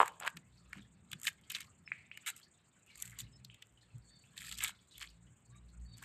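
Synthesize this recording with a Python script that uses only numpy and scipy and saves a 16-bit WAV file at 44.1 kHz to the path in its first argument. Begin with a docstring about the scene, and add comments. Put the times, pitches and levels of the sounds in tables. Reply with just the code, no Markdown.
"""A hand picks through a bed of mussels on a concrete sea wall, close to the microphone.
Three dull knocks, damped resonances, open the scene; then, grip after grip, grit-driven shells grind and click.
Soft thuds and swells of a low hum soon join in behind; later water plips as small bubbles ring,
and thin gliding tones squeak now and then until the last grips.
Throughout, the wet bed fizzes and crackles over filtered noise: a lumpy rumble and a fine hiss."""
import sys
import numpy as np
from scipy import signal
from scipy.fft import rfft, irfft
from scipy.io import wavfile
from scipy.ndimage import map_coordinates

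SR = 44100
rng = np.random.default_rng(int(sys.argv[2]) if len(sys.argv) > 2 else 0)


def inscribe(sig):
    """Save sig as 16-bit PCM at rate SR to the path in sys.argv[1].

    A 1-D sig is mono; a 2-D sig holds one channel per row.
    Samples are clipped to [-1, 1] before scaling.
    """
    pcm = np.round(np.clip(np.atleast_2d(sig).T, -1, 1) * 32767)
    wavfile.write(sys.argv[1], SR, pcm.astype(np.int16))


N = 266760  # length in samples
LEAD_IN = SR // 200  # samples of creaking before an impact


def from_db(db):
    """Decibels to gain."""
    return 10 ** (np.asarray(db) / 20)


def rms_one(x):
    """Scale to rms 1."""
    return x / np.sqrt(np.mean(x ** 2) + 1e-20)


def at_hz(points, hz, axis=1):
    """Read a column of a table on a log-frequency axis."""
    points = np.array(points)
    return np.interp(np.log(hz + 1e-9), np.log(points[:, 0]), points[:, axis])


def band(x, low, high, order=2):
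    """Butterworth band-pass."""
    sos = signal.butter(order, [low, min(high, SR / 2 - 100)], "band", fs=SR, output="sos")
    return signal.sosfilt(sos, x + 1e-18)


def colour(x, spectrum):
    """Causal minimum-phase filter with the shape of the given spectrum and a power gain of 1."""
    size = 1024
    gain = from_db(at_hz(spectrum, np.arange(size + 1) * SR / size / 2))
    # folding the cepstrum makes the filter causal
    cepstrum = irfft(np.log(gain))
    cepstrum[1:size] *= 2
    cepstrum[size + 1:] = 0
    response = irfft(np.exp(rfft(cepstrum)))
    return signal.fftconvolve(x, response / np.linalg.norm(response))[:len(x)]


def drift(per_s):
    """Smooth random wander of rms 1."""
    knots = rng.standard_normal(int(N / SR * per_s) + 2)
    return rms_one(map_coordinates(knots, [np.arange(N) * per_s / SR], mode="nearest"))


def held(t, length, attack_s, release_s):
    """Exponential attack, hold and release; t counts from the start."""
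    attack = 1 - np.exp(-np.maximum(t, 0) / attack_s)
    return attack * np.exp(-np.maximum(t - length, 0) / release_s)


def add(out, s, sound):
    """Mix a sound in at a time."""
    at = round(s * SR)
    sound, at = sound[max(-at, 0):], max(at, 0)
    out[at:at + len(sound)] += sound[:max(N - at, 0)]


def at_level(sound, db):
    """Give a click the energy of three milliseconds at the stated rms level."""
    return from_db(db) * sound * np.sqrt(.003 * SR / np.sum(sound ** 2))


def grains(count, per_s, spread_db):
    """Random tiny impacts, mostly weak, a few strong; rms 1."""
    strength_db = spread_db * np.minimum(rng.exponential(1, count), 4)
    sizes = from_db(strength_db) * rng.choice([-1, 1], count)
    return rms_one(sizes * (rng.random(count) < per_s / SR))


def contact(crumble_db, crumble_s, lead_db=-21, lead_s=0.0021):
    """Grit gives way, the shells meet in one sharp impact, and the grit crumbles on for a moment."""
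    t = np.arange(-LEAD_IN, SR // 30) / SR
    before = from_db(lead_db) * np.exp(-abs(t) / lead_s)
    after = from_db(crumble_db) * np.exp(-abs(t) / crumble_s)
    grit = np.where(t < 0, before, after) * grains(len(t), per_s=6700, spread_db=1.0)
    return grit + (t == 0)


def shell(force, hz, width, leak_db, ring_db, ring_hz=170, bed_db=-31, top_hz=3900, count=4):
    """A damped shell: broad resonance, weak skirt, brief modes that vary by touch, dull bed beneath."""
    ratio = 1 + width
    skirt = band(force, hz / 2.1, hz * 3.39, order=4)
    out = rms_one(band(force, hz / ratio, hz * ratio) + from_db(leak_db) * skirt)
    # ring_hz is the bandwidth of each mode: the wider, the briefer
    r, modes = np.exp(-np.pi * ring_hz / SR), 0
    for mode_hz in hz * np.exp(0.22 * rng.standard_normal(count)):
        poles = [1, -2 * r * np.cos(2 * np.pi * mode_hz / SR), r * r]
        modes = modes + signal.lfilter([1, 0, -1], poles, force) * rng.choice([-1, 1])
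    out = out + from_db(ring_db) * rms_one(band(modes, hz / 2, hz * 2))
    out = out + from_db(bed_db) * rms_one(band(force, 300, 1200))
    return signal.sosfilt(signal.butter(4, max(top_hz, hz * 2.3), fs=SR, output="sos"), out)


# Tone of a shell's snapping edge, relative: freq_hz [Hz], density_db [dB per Hz]
EDGE_SPECTRUM = [(4500, -16), (6000, -5), (7200, 7), (8500, 5), (9500, -10.5), (11000, -4), (12900, -2.5),
                 (14500, -13.5)]


def snap(force):
    """The bright sound of a shell's thin edge, as force shaped by its spectrum."""
    return band(colour(force, EDGE_SPECTRUM), 2200, 20000)


# Each grip works one shell against its neighbours; levels before the stroke's own loudness:
# start_s [s], end_s [s], body_level_db [dB], body_pitch_hz [Hz], edge_level_db [dB], pressure_growth_db [dB]
GRIPS = [(0.003, 0.032, -34, 1195, -52.5, -5), (0.037, 0.092, -51, 1450, -66, -5),
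         (0.203, 0.273, -46, 1235, -71, 6), (0.737, 0.801, -61.5, 2050, -78, -2),
         (1.236, 1.286, -49, 2520, -45.5, 12), (1.501, 1.643, -52.5, 2760, -61.5, -7),
         (2.261, 2.304, -42, 2270, -43.5, -6.5), (2.359, 2.395, -66.5, 2690, -59.5, 5),
         (2.949, 3.145, -70.5, 2500, -60.5, -8.5), (3.189, 3.205, -55, 2900, -45.5, 5),
         (4.358, 4.551, -54, 3010, -56, 2.5), (4.567, 4.594, -53, 3170, -52, 8.5),
         (4.605, 4.704, -44, 2460, -49, -13.5), (5.001, 5.068, -52.5, 2490, -61.5, -21),
         (6.022, 6.04, -54, 1840, -58.5, -11)]


def scrapes(release_s=0.0059, onset_share=0.1, slips_per_s=85, firm_db=-46, grit_db=-18,
            pitch_spread=0.42, rocking_db=3.0, count=10):
    """A sliding shell rocks between spots of differing pitch: light touch slips, firm touch crunches."""
    out = np.zeros(N)
    loads = [from_db(rocking_db * drift(90)) for _ in range(count)]
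    for start, end, body_db, hz, edge_db, growth_db in GRIPS:
        length = max(end - start, .01)
        t = np.arange(int((length + 5 * release_s) * SR)) / SR
        now = (int(start * SR) + np.arange(len(t))) % N
        pressure = from_db(growth_db * (np.minimum(t / length, 1) - .5))
        stroke = held(t, length - release_s / 2, onset_share * length, release_s) * pressure
        # a louder grip slips more often
        rate = slips_per_s * from_db((body_db - firm_db) / 2)
        spots_hz = hz * np.exp(pitch_spread * np.linspace(-1, 1, count))
        edges_hz = rng.permutation(np.geomspace(7400, 14000, count))
        body, edge = 0, 0
        for load, spot_hz, edge_hz in zip(loads, spots_hz, edges_hz):
            slips = grains(len(t), per_s=rate, spread_db=2.5)
            slips = signal.fftconvolve(slips, contact(crumble_db=-14, crumble_s=0.0011))
            slips = slips[LEAD_IN:][:len(t)]
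            grit = from_db(grit_db) * rng.standard_normal(len(t))
            force = stroke * load[now] * (rms_one(slips) + grit)
            body = body + shell(force, spot_hz, width=0.22, leak_db=-12.5, ring_db=0.0, count=2)
            edge = edge + band(force, edge_hz / 1.6, edge_hz * 1.4, order=1)
        grind = from_db(body_db) * rms_one(body) + from_db(edge_db) * rms_one(snap(edge))
        add(out, start, grind * np.sqrt(np.mean(stroke ** 2)))
    return out


# Sharp clicks, where a shell gives way or strikes another:
# start_s [s], body_level_db [dB], edge_level_db [dB], body_pitch_hz [Hz]
CLICKS = [(0.0597, -44, -47.5, 1670), (0.0798, -41, -42.5, 1620), (0.201, -53, -44, 1470),
          (0.2497, -43, -56, 1440), (0.265, -39, -48, 1380), (0.2714, -35.5, -48, 1930),
          (0.277, -26.5, -42.5, 1820), (0.371, -45, -50.5, 2330), (0.7313, -39, -55, 1690),
          (1.1163, -47, -48, 3300), (1.1314, -37.5, -45, 2380), (1.216, -65, -49.5, 2980),
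          (1.233, -54, -43, 2940), (1.2705, -26.5, -50, 2820), (1.2797, -28.5, -44.5, 2270),
          (1.501, -42, -44, 3380), (1.505, -41, -49, 3020), (1.5188, -65, -40.5, 3300),
          (1.5496, -33, -52, 3360), (1.5559, -39, -51, 3240), (1.566, -42, -50, 2620),
          (1.6064, -46.5, -45.5, 2290), (2.1743, -44, -52.5, 2260), (2.2762, -38, -42, 2520),
          (2.3021, -53, -40.5, 2280), (3.0238, -48, -34, 3130), (3.055, -56.5, -48, 2850),
          (3.0766, -55.5, -52, 2860), (3.1886, -48, -42.5, 3700), (3.203, -42.5, -51, 3060),
          (3.448, -48.5, -54.5, 4320), (3.5447, -57.5, -60, 3100), (3.624, -48.5, -56.5, 2870),
          (4.378, -42, -50, 3710), (4.5146, -42.5, -49.5, 3530), (4.524, -43, -45, 3100),
          (4.586, -46, -44, 3600), (4.6058, -37, -59, 2800), (4.638, -57, -28.5, 2620),
          (4.646, -30.5, -36, 2680), (4.6801, -45, -43, 2600), (4.9807, -55, -49.5, 2880),
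          (5.029, -42, -52, 2530)]


def clicks(thin_db=12, crumble_db_per_octave=10):
    """The body knocks, the thin edge snaps, brighter with its share; big shells crack, small ones crumble."""
    out = np.zeros(N)
    for s, body_db, edge_db, hz in CLICKS:
        smallness = np.log2(hz / 2500)  # octaves
        force = contact(crumble_db=-16 + crumble_db_per_octave * smallness, crumble_s=0.0027)
        knock = shell(force, hz, width=0.36 / 2 ** smallness, leak_db=-17, ring_db=-7.5)
        crack = snap(contact(crumble_db=-13, crumble_s=.0014))
        sparkle = band(crack, 12000, 18000, order=1)
        crack = crack + from_db(edge_db - body_db - thin_db) * sparkle
        add(out, s - LEAD_IN / SR, at_level(knock, body_db) + at_level(crack, edge_db))
    return out


# Dull opening knocks, very close; level before the mode levels: start_s [s], level_db [dB]
KNOCKS = [(0.002, -7.5), (0.0131, -13), (0.0294, -15.5)]
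# Their brief resonances, relative to the knock: pitch_hz [Hz], level_db [dB]
KNOCK_MODES = [(440, -23), (1060, -0.5), (1600, -8.5), (2700, -15.5)]


def knocks(rise_cycles=1.4, edge_db=-37):
    """Heavy, damped bumps: each resonance swells for about a cycle and dies within a few more."""
    out, t = np.zeros(N), np.arange(SR // 30) / SR
    for s, db in KNOCKS:
        for hz, mode_db in KNOCK_MODES:
            age = t * hz / rise_cycles
            swell = (age * np.exp(1 - age)) ** 3
            add(out, s, from_db(db + mode_db) * swell * np.sin(2 * np.pi * hz * t))
        edge = snap(contact(crumble_db=-14, crumble_s=.0014))
        add(out, s - LEAD_IN / SR, at_level(edge, db + edge_db))
    return out


def stirring(lead_s=0.081, settle_s=0.043):
    """How much the bed moves: 1 during a grip, rising just before it and settling after."""
    t = np.arange(N) / SR
    moves = []
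    for start, end, *_ in GRIPS:
        early, late = np.maximum(start - t, 0), np.maximum(t - end, 0)
        moves.append(np.exp(-early / lead_s - late / settle_s))
    return np.max(moves, axis=0)


def ticks(width=0.037, fizz_s=0.026, fizz_db=-68, fizz_rest_db=-79, crackle_db=-75, crackle_rest_db=-89):
    """Hollows in the wet bed fizz, each at its own pitch; grit crackles in clumps; both grow with stirring."""
    stir = stirring()
    hollows, fade = 0, np.exp(-1 / (fizz_s * SR))
    for hz in np.geomspace(1100, 4500, num=22):
        bursts = abs(grains(N, per_s=7.0, spread_db=5.5)) + 1e-18
        fizz = signal.lfilter([1], [1, -fade], bursts) * rng.standard_normal(N)
        hollow = band(fizz, hz / (1 + width), hz * (1 + width), order=1)
        hollows = hollows + rms_one(hollow) * np.sqrt(hz)
    crackle = grains(N, per_s=1700, spread_db=10.0) * from_db(9.0 * drift(60))
    crackle = rms_one(snap(crackle)) + from_db(-9.5) * rms_one(band(crackle, 1200, 3500))
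    fizz_gain = from_db(fizz_rest_db) + from_db(fizz_db) * stir
    crackle_gain = from_db(crackle_rest_db) + from_db(crackle_db) * stir
    return fizz_gain * rms_one(hollows) + crackle_gain * crackle


# Water plips; ring level before the band-pass, pitch at mid-glide: start_s [s], level_db [dB], pitch_hz [Hz]
DRIPS = [(1.876, -40, 1970), (1.918, -24.5, 1890), (2.1142, -38, 2130), (3.13, -52, 1530),
         (3.499, -47, 2480)]


def drips(rise_s=0.0015, cycles=1.72, glide=0.31, wash_db=-41, wash_s=0.072):
    """Small bubbles ring for a few cycles, rising in pitch, with a brief wash up to their last note."""
    out, t = np.zeros(N), np.arange(SR // 4) / SR
    for s, db, hz in DRIPS:
        life = t * hz / cycles
        swell = (1 - np.exp(-t / rise_s)) ** 2 * np.exp(-life)
        phase = 2 * np.pi * np.cumsum(hz * (1 + glide * np.tanh(life - 1))) / SR
        ring = swell / swell.max() * np.sin(phase)
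        wash = rms_one(band(rng.standard_normal(len(t)), hz, hz * (1 + glide))) * np.exp(-t / wash_s)
        # a bigger bubble stirs only a little more water
        add(out, s, from_db(db) * ring + from_db(db / 2 + wash_db) * wash)
    return band(out, 1000, 8000)


def whistle(length, start_hz, end_hz, waver, rough_db=4.0):
    """A thin, unsteady, broken tone that swells and fades; rms 1."""
    u = np.linspace(0, 1, int(length * SR))
    wander = (drift(520) + .5 * drift(49))[:len(u)]
    hz = (start_hz + (end_hz - start_hz) * u) * (1 + waver * wander)
    tone = np.sin(2 * np.pi * np.cumsum(hz) / SR)
    return rms_one(np.sin(np.pi * u) * tone * from_db(rough_db * drift(110)[:len(u)]))


# Faint squeaks: start_s [s], length_s [s], level_db [dB], start_pitch_hz [Hz], end_pitch_hz [Hz]
SQUEAKS = [(1.847, 0.04, -68, 5300, 5220), (2.126, 0.052, -66, 2540, 3130), (3.32, 0.055, -71, 5190, 5240),
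           (4.032, 0.22, -72, 4430, 4500), (4.069, 0.15, -78.5, 3650, 3620),
           (5.497, 0.12, -75.5, 1113, 1200), (5.501, 0.1, -78.5, 3680, 3810),
           (5.839, 0.16, -69.5, 4550, 4500), (5.87, 0.11, -75, 3830, 3710)]


def squeaks(hoarse_per_s=0.092):
    """Thin gliding squeaks; the longer they last, the more their pitch wavers."""
    out = np.zeros(N)
    for s, length, db, start_hz, end_hz in SQUEAKS:
        add(out, s, from_db(db) * whistle(length, start_hz, end_hz, waver=hoarse_per_s * length))
    return out


# Sound scattered back by the wall: freq_hz [Hz], level_db [dB], t60_s [s]
SCATTER = [(450, -18, 0.54), (2260, -14.5, 0.072), (4850, -18.5, 0.18), (12000, -23, 0.11)]


def scatter(x, ground_s=0.0023, ground_db=-18):
    """A quick bounce off the ground, and a faint noise tail with its own decay in each band."""
    t, response = np.arange(SR // 2) / SR, 0
    edges = np.geomspace(250, 16000, num=10)
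    for low, high in zip(edges, edges[1:]):
        hz = np.sqrt(low * high)
        decay = from_db(-60 * t / at_hz(SCATTER, hz, axis=2))
        tail = band(rng.standard_normal(len(t)), low, high) * decay / np.linalg.norm(decay)
        response = response + from_db(at_hz(SCATTER, hz)) * tail
    response[round(ground_s * SR)] += from_db(ground_db)
    return signal.fftconvolve(x, response)[:N]


# Soft thuds; level before an 8 dB trim: start_s [s], level_db [dB], pitch_hz [Hz]
THUDS = [(0.339, -45, 169), (0.753, -45.5, 198), (1.119, -45, 142.4), (3.207, -45, 119.4),
         (3.931, -44, 117.6), (5.259, -49, 128.8)]


def thuds(swell_s=0.027, rough=0.74):
    """Dull bumps of tone and noise that swell and mostly die within a tenth of a second."""
    out, t = np.zeros(N), np.arange(SR // 4) / SR
    swell = (t / swell_s * np.exp(1 - t / swell_s)) ** 2
    for s, db, hz in THUDS:
        lumps = rms_one(band(rng.standard_normal(len(t)), hz / 1.45, hz * 1.34))
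        add(out, s, from_db(db - 8) * swell * (np.sin(2 * np.pi * hz * t) + rough * lumps))
    return out


# Swells of the low hum; level before the harmonic levels: start_s [s], end_s [s], level_db [dB]
HUM_SWELLS = [(0.41, 0.804, -67), (2.947, 3.496, -63.5), (3.711, 4.07, -67.5), (4.387, 4.645, -60.5),
              (4.948, 5.264, -62.5), (5.443, 5.986, -60.5)]
# Harmonics of the hum, before their waver: multiple [of the fundamental], level_db [dB]
HUM_HARMONICS = [(1, -3.5), (2, -5), (3, -13.5)]


def hum(pitch_hz=59, attack_s=0.075, release_s=0.048, rest_db=-90.5, waver_db=5.5):
    """A low hum in swells: harmonics of one drifting pitch, each wavering in level."""
    t = np.arange(N) / SR
    swell = from_db(rest_db)
    for start, end, db in HUM_SWELLS:
        swell = swell + from_db(db) * held(t - start, end - start, attack_s, release_s)
    phase = 2 * np.pi * np.cumsum(pitch_hz * (1 + 0.035 * drift(8.4))) / SR
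    tones = 0
    for k, db in HUM_HARMONICS:
        tones = tones + from_db(db + waver_db * drift(15)) * np.sqrt(2) * np.sin(k * phase)
    return swell * tones


# Level of the rumble, before its gusts: time_s [s], level_db [dB]
RUMBLE_LEVEL = [(.7, -68), (1.8, -70), (2.8, -77.5), (3.15, -66), (3.65, -76), (4.55, -66.5), (4.8, -73),
                (6.05, -64.5)]
# Tone of the rumble, relative: freq_hz [Hz], density_db [dB per Hz]
RUMBLE_SPECTRUM = [(45, -11.5), (80, -0.5), (190, -1), (320, -18), (600, -33)]


def rumble(gust_db=2.0):
    """Lumpy low rumble: coloured noise that follows a level curve with slow random gusts."""
    level_db = np.interp(np.arange(N) / SR, *np.transpose(RUMBLE_LEVEL)) + gust_db * drift(4.2)
    return from_db(level_db) * rms_one(band(colour(rng.standard_normal(N), RUMBLE_SPECTRUM), 45, 940))


# Tone of the hiss, relative: freq_hz [Hz], density_db [dB per Hz]
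HISS_SPECTRUM = [(250, -3), (500, -8.5), (2500, -15), (4000, -26), (5800, -21.5), (7000, -5.5), (8400, -8),
                 (9500, -38.5), (15000, -41.5)]


def hiss(level_db=-72, flicker_db=3.5):
    """Thin hiss of the shore: coloured noise whose treble flickers and rises a little around each grip."""
    noise = from_db(level_db) * colour(rng.standard_normal(N), HISS_SPECTRUM)  # level before the band split
    sizzle = band(noise, 6000, 16000) * from_db(flicker_db * (drift(76) + stirring()))
    return sizzle + band(noise, 100, 5000)


def scene():
    """Close shells and water with their scatter, over thuds, hum, rumble and hiss."""
    near = scrapes() + clicks() + knocks() + ticks() + drips() + squeaks()
    background = thuds() + hum() + rumble() + hiss()
    return (near + scatter(near) + background)[None]


def record(dry):
    """A steep low-pass cuts the top, 60 dB down from 15 kHz."""
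    return signal.sosfilt(signal.cheby2(16, 60, 15000, fs=SR, output="sos"), dry)


dry = scene()
out = record(dry)
inscribe(out)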